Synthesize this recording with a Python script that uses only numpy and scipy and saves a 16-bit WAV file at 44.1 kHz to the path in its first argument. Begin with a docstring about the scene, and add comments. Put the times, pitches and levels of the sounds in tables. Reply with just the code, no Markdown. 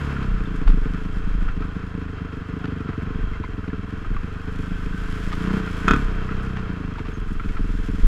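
"""A single-cylinder four-stroke quad bike creeping down a leafy forest trail, microphone at the rider's seat.
Close up, each burn rings the exhaust, booms the airbox and raps the casing: an uneven putter on a nearly
shut throttle, with two blips and a hard bark on the second. Valve gear clatters and bodywork rattles.
Below, tyres crush dry leaves and scuff over roots, and a brake squeaks once.
Air and jolts buffet the microphone itself."""
import sys
import numpy as np
from scipy import signal
from scipy.fft import rfft, irfft
from scipy.io import wavfile
from scipy.ndimage import uniform_filter1d

SR = 44100
rng = np.random.default_rng(int(sys.argv[2]) if len(sys.argv) > 2 else 0)


def master_out(mix):
    """Clip the mix to full scale and print it as 16-bit PCM to the path in sys.argv[1]."""
    frames = np.transpose(np.atleast_2d(mix))
    ceiling = np.clip(frames, -1, 1)
    pcm = np.round(ceiling * 32767).astype(np.int16)
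    wavfile.write(sys.argv[1], SR, pcm)


N = 355881
T = np.arange(N) / SR

# gusts on the microphone: centre_s, half_length_s, level_db
GUSTS = [(0.355, 0.081, -20), (0.746, 0.24, -22), (1.355, 0.24, -21), (3.227, 0.11, -24.5),
         (4.141, 0.1, -24.5), (5.1, .5, -29.5), (5.898, 0.022, -21.5), (6.14, 0.33, -25),
         (7.65, 0.47, -22.5)]
# jolts that shake the microphone: start_s, level_db, pitch_hz, decay_s
JOLTS = [(.66, 1, 27, .055), (1.373, -11, 24, .04), (6.036, -8, 20, .03), (8.027, 2, 24, .05)]
# dry-leaf crackle as coloured by the microphone and its surroundings: frequency_hz, gain_db
CRACKLE_COLOUR = [(500, -33), (1500, 13.5), (2900, 3.5), (3250, 7.5), (3750, -0.5), (4850, -3.5),
                  (5200, -0.5), (5700, -5.5), (7500, -5.5), (8800, -13), (10200, -11.5), (11500, -16),
                  (14000, -20), (16000, -28)]
# leaves under the tyres, deepest through the bend: time_s, treble_level_db
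LEAF_BED = [(0, -54), (.3, -59.5), (.95, -57.5), (1.9, -63.5), (3.9, -63), (4.45, -59.5), (5.05, -51.5),
            (5.85, -50), (6.1, -55.5), (6.85, -62), (7.9, -53.5)]
# twigs snapping: start_s, level_db
TWIGS = [(.5594, -47), (5.3294, -43), (5.5694, -42), (6.4303, -43), (7.3277, -43)]
# tyres scuffing over roots and stones: start_s, length_s, level_db
SCUFFS = [(0.668, 0.067, -37), (2.641, 0.044, -40.5), (3.43, 0.028, -45), (3.67, 0.041, -46),
          (5.315, 0.033, -35), (6.561, 0.042, -36), (6.985, 0.017, -36), (7.052, 0.035, -38),
          (7.486, 0.0076, -44), (7.563, 0.035, -40)]
# loose parts knocking, and the casing rapped by a few heavy burns: start_s, peak_db, pitch_hz, brightness_db
RATTLES = [(0.165, -24, 1386, -18), (0.227, -27, 1300, -1), (.456, -38, 3520, -8), (.944, -28, 1340, -14),
           (1.485, -24.5, 1387, -28), (1.621, -28.5, 1330, -7), (2.64, -27.5, 1450, -18),
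           (2.807, -29, 1320, -21), (2.892, -30, 1290, -18), (2.931, -29.5, 1354, -24),
           (3.334, -33, 2100, -6), (3.438, -26, 1020, -13), (3.449, -34, 2100, -6),
           (3.641, -29.5, 1420, -19), (3.677, -39, 1980, -10), (3.701, -33, 1720, -14),
           (3.731, -30, 1370, -18), (4.047, -30.5, 1255, -25), (4.146, -31, 1450, -24),
           (4.165, -23.5, 1166, -19), (5.326, -22.5, 1247, 0), (5.537, -24.5, 1390, -24),
           (5.674, -23, 1385, -15), (6.29, -24, 1290, -31), (6.318, -24.5, 1380, -22),
           (6.982, -29.5, 940, -10), (7.055, -36, 1180, -14), (7.397, -21, 1340, -28),
           (7.489, -33.5, 2210, 2), (7.569, -25, 1336, -20)]
# metal parts singing along: centre_s, half_length_s, pitch_hz, level_db
BUZZES = [(2.9, .14, 1347, -47), (3.143, 0.19, 1050, -52), (3.344, 0.15, 3210, -60), (4.9, 0.39, 1545, -48)]
# engine speed: time_s, firing_rate_hz
ENGINE_SPEED = [(0.0, 36.6), (0.3, 31.66), (0.45, 29.54), (0.8, 23.6), (1.15, 28.3), (1.55, 25.9),
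                (1.9, 27.37), (2.3, 24.56), (2.62, 26.13), (2.9, 22.59), (3.1, 24.13), (3.35, 23.51),
                (3.73, 19.41), (4.0, 22.31), (4.27, 24.05), (4.45, 25.7), (4.75, 25.85), (5.25, 28.03),
                (5.4, 28.9), (5.56, 32.51), (5.72, 27.54), (5.82, 27.55), (5.94, 36.79), (6.1, 30.17),
                (6.45, 31.99), (6.62, 31.11), (6.85, 25.38), (7.25, 22.12), (7.5, 20.36), (7.7, 20.74),
                (8.07, 20.25)]
# engine levels as the load changes: time_s, blowdown_db, push_db, airbox_db, clatter_db
ENGINE_LOAD = [(0, -36.5, -24.5, -26, -35), (.2, -24.5, -22.5, -26.5, -37.5), (.45, -28, -25, -28, -39),
               (.72, -23.5, -24, -28.5, -41.5), (1.1, -26.5, -31.5, -28, -40.5),
               (2.2, -30, -30.5, -27.5, -42), (2.88, -23.5, -21.5, -27, -40.5),
               (3.25, -25.5, -30.5, -25.5, -41), (3.72, -28, -23.5, -27.5, -43.5),
               (4.3, -31, -29, -26.5, -41), (4.8, -30.5, -25.5, -28, -41), (5.75, -27, -31, -27.5, -36),
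               (6.3, -25, -26.5, -25.5, -36.5), (7.2, -28.5, -26, -29, -42.5),
               (7.55, -28.5, -26.5, -27.5, -43.5), (8, -22.5, -21.5, -25, -42.5)]
# quick twists of the throttle: widest_s, opening_s, closing_s, exhaust_gain_db
BLIPS = [(5.539, 0.22, 0.14, 14.5), (5.904, 0.11, 0.14, 17.5)]
# the piston's shake at SHAKE_RATE_HZ: firing_rate_multiple, level_db
SHAKE_ORDERS = [(2, -43), (4, -31)]
# what the engine casing radiates, lows and mids: frequency_hz, gain_db
CASING_BODY = [(150, -13), (450, 6.5), (560, -6.5), (690, -2), (860, -8), (1030, 1), (1150, 1), (1300, 4.5),
               (1520, 3), (1900, -5.5), (2300, -8), (2500, -11), (2620, -7), (2730, -6), (2900, -17.5),
               (3100, -9), (3260, -9.5)]
# what the casing radiates in the treble: frequency_hz, gain_db
CASING_TREBLE = [(3500, -20.5), (3900, -19), (4850, -24.5), (5200, -23), (5600, -31.5), (6600, -30),
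                 (9000, -46), (15000, -77)]
# casing modes under a hard blow: pitch_hz, relative_db, t60_s
CASING_MODES = [(1231, -8, 0.28), (1349, 6.5, 0.045), (1413, 1.5, 0.054), (1494, -10.5, 0.19),
                (1590, -41, 0.027), (1810, -15, 0.028), (2470, -14, 0.054), (2512, -2, 0.035),
                (3310, -15.5, 0.085), (3600, -18, 0.085), (6400, -26, 0.024), (6660, -21, .024)]
# hard firings as the throttle snaps open: start_s, level_db
BARKS = [(5.881, -9), (5.909, -10.5), (5.935, -15.5), (5.962, -28)]
# heavy pops, sharp when the blowdown leads and dull when the push does: near_s, blowdown_db, push_db
POPS = [(.40, -23, -26), (.47, -21, -31), (.54, -19.5, -32), (.61, -19, -30), (.69, -21, -22),
        (.73, -29, -16.5), (.77, -19.5, -28), (.86, -17, -24), (.94, -28, -19), (1.05, -28, -22.5),
        (1.16, -46, -22.5), (1.27, -37, -21.5), (1.34, -32, -22.5), (1.41, -38, -21.5), (1.57, -28, -22),
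        (1.60, -21.5, -30), (1.64, -27, -26), (1.76, -34, -20), (1.83, -38, -24.5), (1.94, -36, -22),
        (1.98, -20.5, -34), (2.21, -31, -22), (2.25, -22.5, -34), (2.49, -22.5, -29), (2.53, -34, -21),
        (2.57, -20, -34), (2.64, -18.5, -28), (2.72, -20, -24), (2.80, -19, -26), (2.89, -17, -20),
        (2.98, -17, -25), (3.10, -20.5, -39), (3.15, -30, -20), (3.40, -21, -22.5), (3.58, -22, -24),
        (3.68, -20.5, -24), (3.73, -17.5, -28), (3.92, -24, -22), (4.10, -26, -21.5), (4.23, -31, -20),
        (4.59, -20.5, -26), (4.86, -25, -24.5), (4.94, -37, -20.5), (5.26, -33, -22), (6.31, -18.5, -25),
        (6.69, -26, -20.5), (6.80, -21.5, -29), (7.00, -21, -27), (7.08, -21, -28), (7.17, -23.5, -23.5),
        (7.31, -31, -19), (7.45, -28, -20.5), (7.59, -22, -22), (7.88, -19.5, -22)]
# exhaust resonances rung by the blowdown: pitch_hz, width_hz, gain_db
PIPE_MODES = [(181.3, 35.4, -5.5), (273.7, 54, 0.5), (423.6, 29, -9.5)]

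AIR_DB, AIR_WANDER_DB = -36.5, 2.5
RATTLE_T60_S = .048
JIGGLES_PER_S, JIGGLE_DB = 8, -42.5  # faint random bumps that ring the casing
SHAKE_RATE_HZ, SHAKE_POWER = 33, 6
CASING_BLIP_SHARE, TICK_BLIP_SHARE = .2, .6  # parts of a blip's gain: whole casing, ticks over rasp
SCATTER_DB, BURN_JITTER_S = 1.0, .0006  # spread of the burns in strength and timing
LUMPY_DB, LUMPY_RATE_HZ, LUMPY_WIDTH_HZ = 2.4, 25.5, 3.9  # extra scatter just off idle
STEADY_THROTTLE_DB = 5  # a blip of this gain fills the cylinder and evens out the burns
POOR_BURN_DB = -3.5  # the weak burn before each pop
PUSH_DELAY_CYCLES, PUSH_HALF_WIDTH_S = .31, .00125  # the piston's push follows the blowdown
PUSH_RING_DB, SUCK_DB = 3, -8.5  # the pipe's lowest ring and the dip at valve opening, against the push
AIRBOX_HZ, AIRBOX_HALF_LENGTH_S = 77.4, .013
TOP_HZ = 15000


def undb(db):
    """Decibels to gain."""
    return 10 ** (np.asarray(db) / 20)


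def curves(table):
    """Each column of a timed table at every sample."""
    s, *columns = np.transpose(table)
    return [np.interp(T, s, column) for column in columns]


def unit(x):
    """Scale to rms 1."""
    return x / np.sqrt(np.mean(x ** 2))


def even(x, span_s):
    """Hold the rms near 1 over any stretch of span_s."""
    k = int(span_s * SR)
    power = uniform_filter1d(uniform_filter1d(x ** 2, k), k)
    return x / np.sqrt(np.abs(power) + 1e-12)


def band(x, lo_hz, hi_hz, order=2):
    """Causal band-pass."""
    sos = signal.butter(order, [lo_hz, hi_hz], "band", fs=SR, output="sos")
    return signal.sosfilt(sos, x + 1e-18)


def resonate(x, hz, width_hz):
    """One resonance, gain 1 at its centre."""
    return signal.lfilter(*signal.iirpeak(hz, hz / width_hz, SR), x + 1e-18)


def colour(x, points, size=2048):
    """Minimum-phase filter through (frequency_hz, gain_db) points."""
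    hz, db = np.transpose(points)
    gain_db = np.interp(np.log(np.arange(size // 2 + 1) * SR / size + 1), np.log(hz), db)
    cepstrum = irfft(np.log(undb(gain_db)))
    cepstrum[1:size // 2] *= 2
    cepstrum[size // 2 + 1:] = 0
    return signal.oaconvolve(x, irfft(np.exp(rfft(cepstrum))))[:len(x)]


def clicks(times, sizes):
    """Impulses of the given sizes at the given times."""
    return np.bincount(np.maximum(np.asarray(times) * SR, 0).astype(int), sizes, N)[:N]


def burst(t60_s, size=8192):
    """A dying puff of noise."""
    return rng.standard_normal(size) * undb(-60 * T[:size] / t60_s)


def mode(hz, width_hz, db):
    """A decaying sine of the given bandwidth."""
    t = T[:8192]
    return undb(db) * np.sin(2 * np.pi * hz * t) * np.exp(-np.pi * width_hz * t)


def strike(pulses, ring):
    """Every pulse sets off the same ring."""
    return signal.oaconvolve(pulses, ring)[:N]


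def walk(rate_hz):
    """Smooth random wander, rms 1."""
    k = int(SR / rate_hz)
    steps = np.repeat(rng.standard_normal(N // k + 1), k)[:N]
    return unit(uniform_filter1d(steps, k))


def swell(centre_s, half_length_s):
    """A smooth rise and fall."""
    return np.exp(-((T - centre_s) / half_length_s) ** 2)


def rub(start_s, length_s):
    """Envelope of a brief rub: quick rise, rounded fall."""
    progress = np.clip((T - start_s) / length_s, 0, 1)
    return np.minimum(progress * 10, 1) * np.sqrt(1 - progress)


def moments(cycles, offset):
    """Times at which each engine cycle is the fraction offset complete."""
    return np.interp(np.arange(1, int(cycles[-1]) + 1) + offset, cycles, T)


def buffeting():
    """Air rumbles right on the microphone in gusts, and each jolt sets it swaying."""
    air = undb(AIR_DB + AIR_WANDER_DB * walk(3.1))
    gusts = sum(undb(db) * swell(s, half_s) for s, half_s, db in GUSTS)
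    out = even(band(rng.standard_normal(N), 12, 42, order=7), span_s=.15) * (air + gusts)
    for s, db, hz, decay_s in JOLTS:
        age = np.maximum(T - s, 0)
        onset = 1 - np.exp(-(age / .011) ** 2)
        out += undb(db) * np.sin(2 * np.pi * hz * age) * np.exp(-age / decay_s) * onset
    return out


def leaves():
    """Down on the trail, tyres crush dry leaves in a dense crackle; now and then a twig snaps."""
    grains = (rng.random(N) < 1500 / SR) * rng.standard_normal(N)  # about 1500 a second
    grains *= undb(5.6 * np.minimum(rng.exponential(size=N), 3.5))  # a few stand out
    crunch = (unit(grains) + 1.4 * rng.standard_normal(N)) * undb(1.1 * walk(25))
    crunch = colour(crunch, CRACKLE_COLOUR)
    crunch *= undb(curves(LEAF_BED)[0]) / band(crunch, 2970, 16400).std()
    s, db = np.transpose(TWIGS)
    snap = band(burst(.083), 3000, 7800, order=1)
    return crunch + strike(clicks(s, undb(db)), snap / np.ptp(snap))


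def scuffs():
    """A tyre meets a root or stone with a gritty scrape."""
    envelope = sum(undb(db) * rub(s, length_s) for s, length_s, db in SCUFFS)
    grit = rng.standard_normal(N) * undb(5 * walk(400))
    return envelope * unit(band(band(grit, 730, 1900, order=1), 400, 3440))


def tyre_rumble(level_db=-42.5):
    """The rolling tyres rumble faintly under the seat."""
    return undb(level_db) * unit(band(rng.standard_normal(N), 58, 125))


def brake(start_s=7.135, length_s=.042, pitch_hz=6430, level_db=-54):
    """Down at a wheel, a pad catches the disc and sings for an instant."""
    hz = pitch_hz * (1 + .007 * walk(300))
    return undb(level_db) * rub(start_s, length_s) * np.sin(2 * np.pi * np.cumsum(hz) / SR)


def buzzes():
    """Engine vibration keeps one metal part or another singing for a while."""
    return sum(undb(db) * swell(s, half_s) * unit(band(rng.standard_normal(N), hz - 30, hz + 30))
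               for s, half_s, hz, db in BUZZES)


def rattles():
    """Bodywork and linkages around the rider knock on bumps, and the casing rings under some heavy burns: a
    short ring, a clack, a small rebound."""
    out, t = np.zeros(N), T[:8192]
    for s, db, hz, brightness_db in RATTLES:
        ring = np.sin(2 * np.pi * hz * t) * undb(-60 * t / RATTLE_T60_S) * (1 - np.exp(-t / .0007))
        body = band(burst(.05), 900, 2400, order=3)
        clack = band(burst(.056), 1900, 4500)
        knock = ring + 1.1 * body + undb(brightness_db - 8) * clack
        hit_and_rebound = clicks([s, s + rng.uniform(.008, .02)], [1, .2])
        out += strike(hit_and_rebound, knock / np.abs(knock).max()) * undb(db)
    return out


def throttle_db():
    """Exhaust gain from the blips: each opens and closes at an even pace."""
    return sum(np.interp(T, [s - opening_s, s, s + closing_s], [0, db, 0])
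               for s, opening_s, closing_s, db in BLIPS)


def firings(cycles, rate_hz):
    """Each burn's valve opening time, blowdown and push sizes, and strength against the usual burn."""
    opens = moments(cycles, 0)
    chance = rng.standard_normal((len(opens), 3)).T
    throttle = throttle_db()
    lumpy = np.exp(-((rate_hz - LUMPY_RATE_HZ) / LUMPY_WIDTH_HZ) ** 2 - throttle / STEADY_THROTTLE_DB)
    scatter_db = SCATTER_DB + LUMPY_DB * np.interp(opens, T, lumpy)
    usual_db = np.array([np.interp(opens, T, db + throttle) for db in curves(ENGINE_LOAD)[:2]])
    burn_db = usual_db + scatter_db * chance[:2]
    # a poor burn leaves fuel for a heavy pop on the next
    heavy = np.array([np.abs(opens - s).argmin() for s, _, _ in POPS])
    burn_db[:, heavy - 1] += POOR_BURN_DB
    burn_db[:, heavy] = np.transpose(POPS)[1:]
    blows, pushes = undb(burn_db)
    strength = undb((burn_db - usual_db).mean(axis=0))
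    jitter_s = BURN_JITTER_S * undb(-np.interp(opens, T, throttle)) * chance[2]
    return opens + jitter_s, blows, pushes, strength


def piston_shake(cycles, rate_hz):
    """The piston's shake hums through, only at higher engine speed."""
    shake = np.zeros(N)
    for order, db in SHAKE_ORDERS:
        gain = undb(db + 1.8 * walk(9))
        phase = order * (cycles - PUSH_DELAY_CYCLES) + .05 * walk(14)
        shake += gain * np.cos(2 * np.pi * phase)
    return shake * (rate_hz / SHAKE_RATE_HZ) ** SHAKE_POWER


def casing_db():
    """Level of the engine's mechanical noise, following load and throttle."""
    return curves(ENGINE_LOAD)[3] + CASING_BLIP_SHARE * throttle_db()


def casing_knock():
    """The casing's modes ring out together after one blow."""
    t = T[:8192]
    ring = sum(undb(db - 60 * t / t60_s) * np.sin(2 * np.pi * (hz * t + rng.random()))
               for hz, db, t60_s in CASING_MODES)
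    return ring / ring[:256].std()


def casing_ringing(opens, strength):
    """Every burn, and small bumps in between, keep the casing's lower modes ringing faintly."""
    raps = clicks(opens, np.sqrt(strength)) * undb(casing_db() - 6.5)
    when, size = rng.random((int(JIGGLES_PER_S * N / SR), 2)).T
    jiggles = clicks(when * N / SR, undb(JIGGLE_DB) * (1 + size) / 2)
    return strike(raps + jiggles, band(casing_knock(), 1150, 3300, order=3))


def clatter(cycles, opens, strength):
    """Just below the rider, burns rap the casing, valves and piston tick, and chain and gears rasp."""
    ticks = strike(clicks(opens, np.sqrt(strength)), burst(.066))
    for offset, db in [(.3, -12.5), (.55, -13), (.78, -6)]:
        times = moments(cycles, offset)
        sizes = undb(db + 2.8 * rng.standard_normal(len(times)))
        ticks += strike(clicks(times, sizes), burst(.035))
    rasp = rng.standard_normal(N) * undb(1.2 * walk(40))
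    drive = unit(ticks) * undb(TICK_BLIP_SHARE * throttle_db()) + undb(6) * unit(rasp)
    metal = colour(drive, CASING_BODY + CASING_TREBLE)
    return even(metal, span_s=1.0) * undb(casing_db())


def barks():
    """Full charges hit hard: the casing cracks and rings with the same modes each time."""
    s, db = np.transpose(BARKS)
    crack = colour(burst(.06), CASING_BODY + CASING_TREBLE)
    snap = band(burst(.03), 2500, 7000)
    blow = .6 * casing_knock() + .45 * crack / crack[:256].std() + .16 * snap
    onset = 1 - np.exp(-T[:8192] / .0003)
    return strike(clicks(s, undb(db)), blow * onset)


def airbox(push_times, strength):
    """The airbox booms once with each push of the piston."""
    t = np.arange(-2048, 2049) / SR
    boom = np.cos(2 * np.pi * AIRBOX_HZ * t) * np.exp(-((t - .003) / AIRBOX_HALF_LENGTH_S) ** 2)
    booms = signal.oaconvolve(clicks(push_times, np.sqrt(strength)), boom, "same")
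    return booms * undb(curves(ENGINE_LOAD)[2])


def exhaust_push(opens, push_times, pushes):
    """After a dip at valve opening, the piston drives out the remaining gas in one pipe-ringing thump."""
    t = np.arange(-2048, 2049) / SR
    spread = (t / PUSH_HALF_WIDTH_S) ** 2
    thump = (1 - spread) * np.exp(-spread / 2)
    pulses = clicks(push_times, pushes) - clicks(opens + .003, pushes * undb(SUCK_DB))
    push = signal.oaconvolve(pulses, thump, "same")
    hz, width_hz, _ = PIPE_MODES[0]
    return push + undb(PUSH_RING_DB) * resonate(push, hz, width_hz)


def exhaust_blowdown(opens, blows, strength):
    """The valve opens and escaping gas rings the pipe and silencer shell; a little turbulence trails it."""
    pulses = clicks(opens, blows)
    turbulence = .008 * strike(pulses, np.exp(-T[:4096] / .011)) * rng.standard_normal(N)
    pipe = strike(pulses + turbulence, sum(mode(*row) for row in PIPE_MODES))
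    shell = strike(clicks(opens, np.sqrt(strength)), mode(hz=434, width_hz=12, db=-46))
    return -band(pipe + shell, 20, 450, order=8)


def scene():
    """Mono at the rider's seat: speed times the engine, load sets its levels, the trail adds the rest."""
    rate_hz = curves(ENGINE_SPEED)[0]
    cycles = .55 + np.cumsum(rate_hz) / SR
    opens, blows, pushes, strength = firings(cycles, rate_hz)
    push_times = opens + PUSH_DELAY_CYCLES * np.gradient(opens)
    exhaust = exhaust_blowdown(opens, blows, strength) + exhaust_push(opens, push_times, pushes)
    low_end = airbox(push_times, strength) + piston_shake(cycles, rate_hz) + tyre_rumble()
    casing = clatter(cycles, opens, strength) + casing_ringing(opens, strength) + barks()
    bodywork = rattles() + buzzes()
    wheels = scuffs() + leaves() + brake()
    return (exhaust + low_end + casing + bodywork + wheels + buffeting())[None]


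def record(dry):
    """The microphone chain overloads at full scale and cuts the treble above TOP_HZ."""
    low_pass = signal.ellip(8, .2, 70, TOP_HZ, fs=SR, output="sos")
    return signal.sosfilt(low_pass, np.clip(dry, -1, 1))


dry = scene()
out = record(dry)
master_out(out)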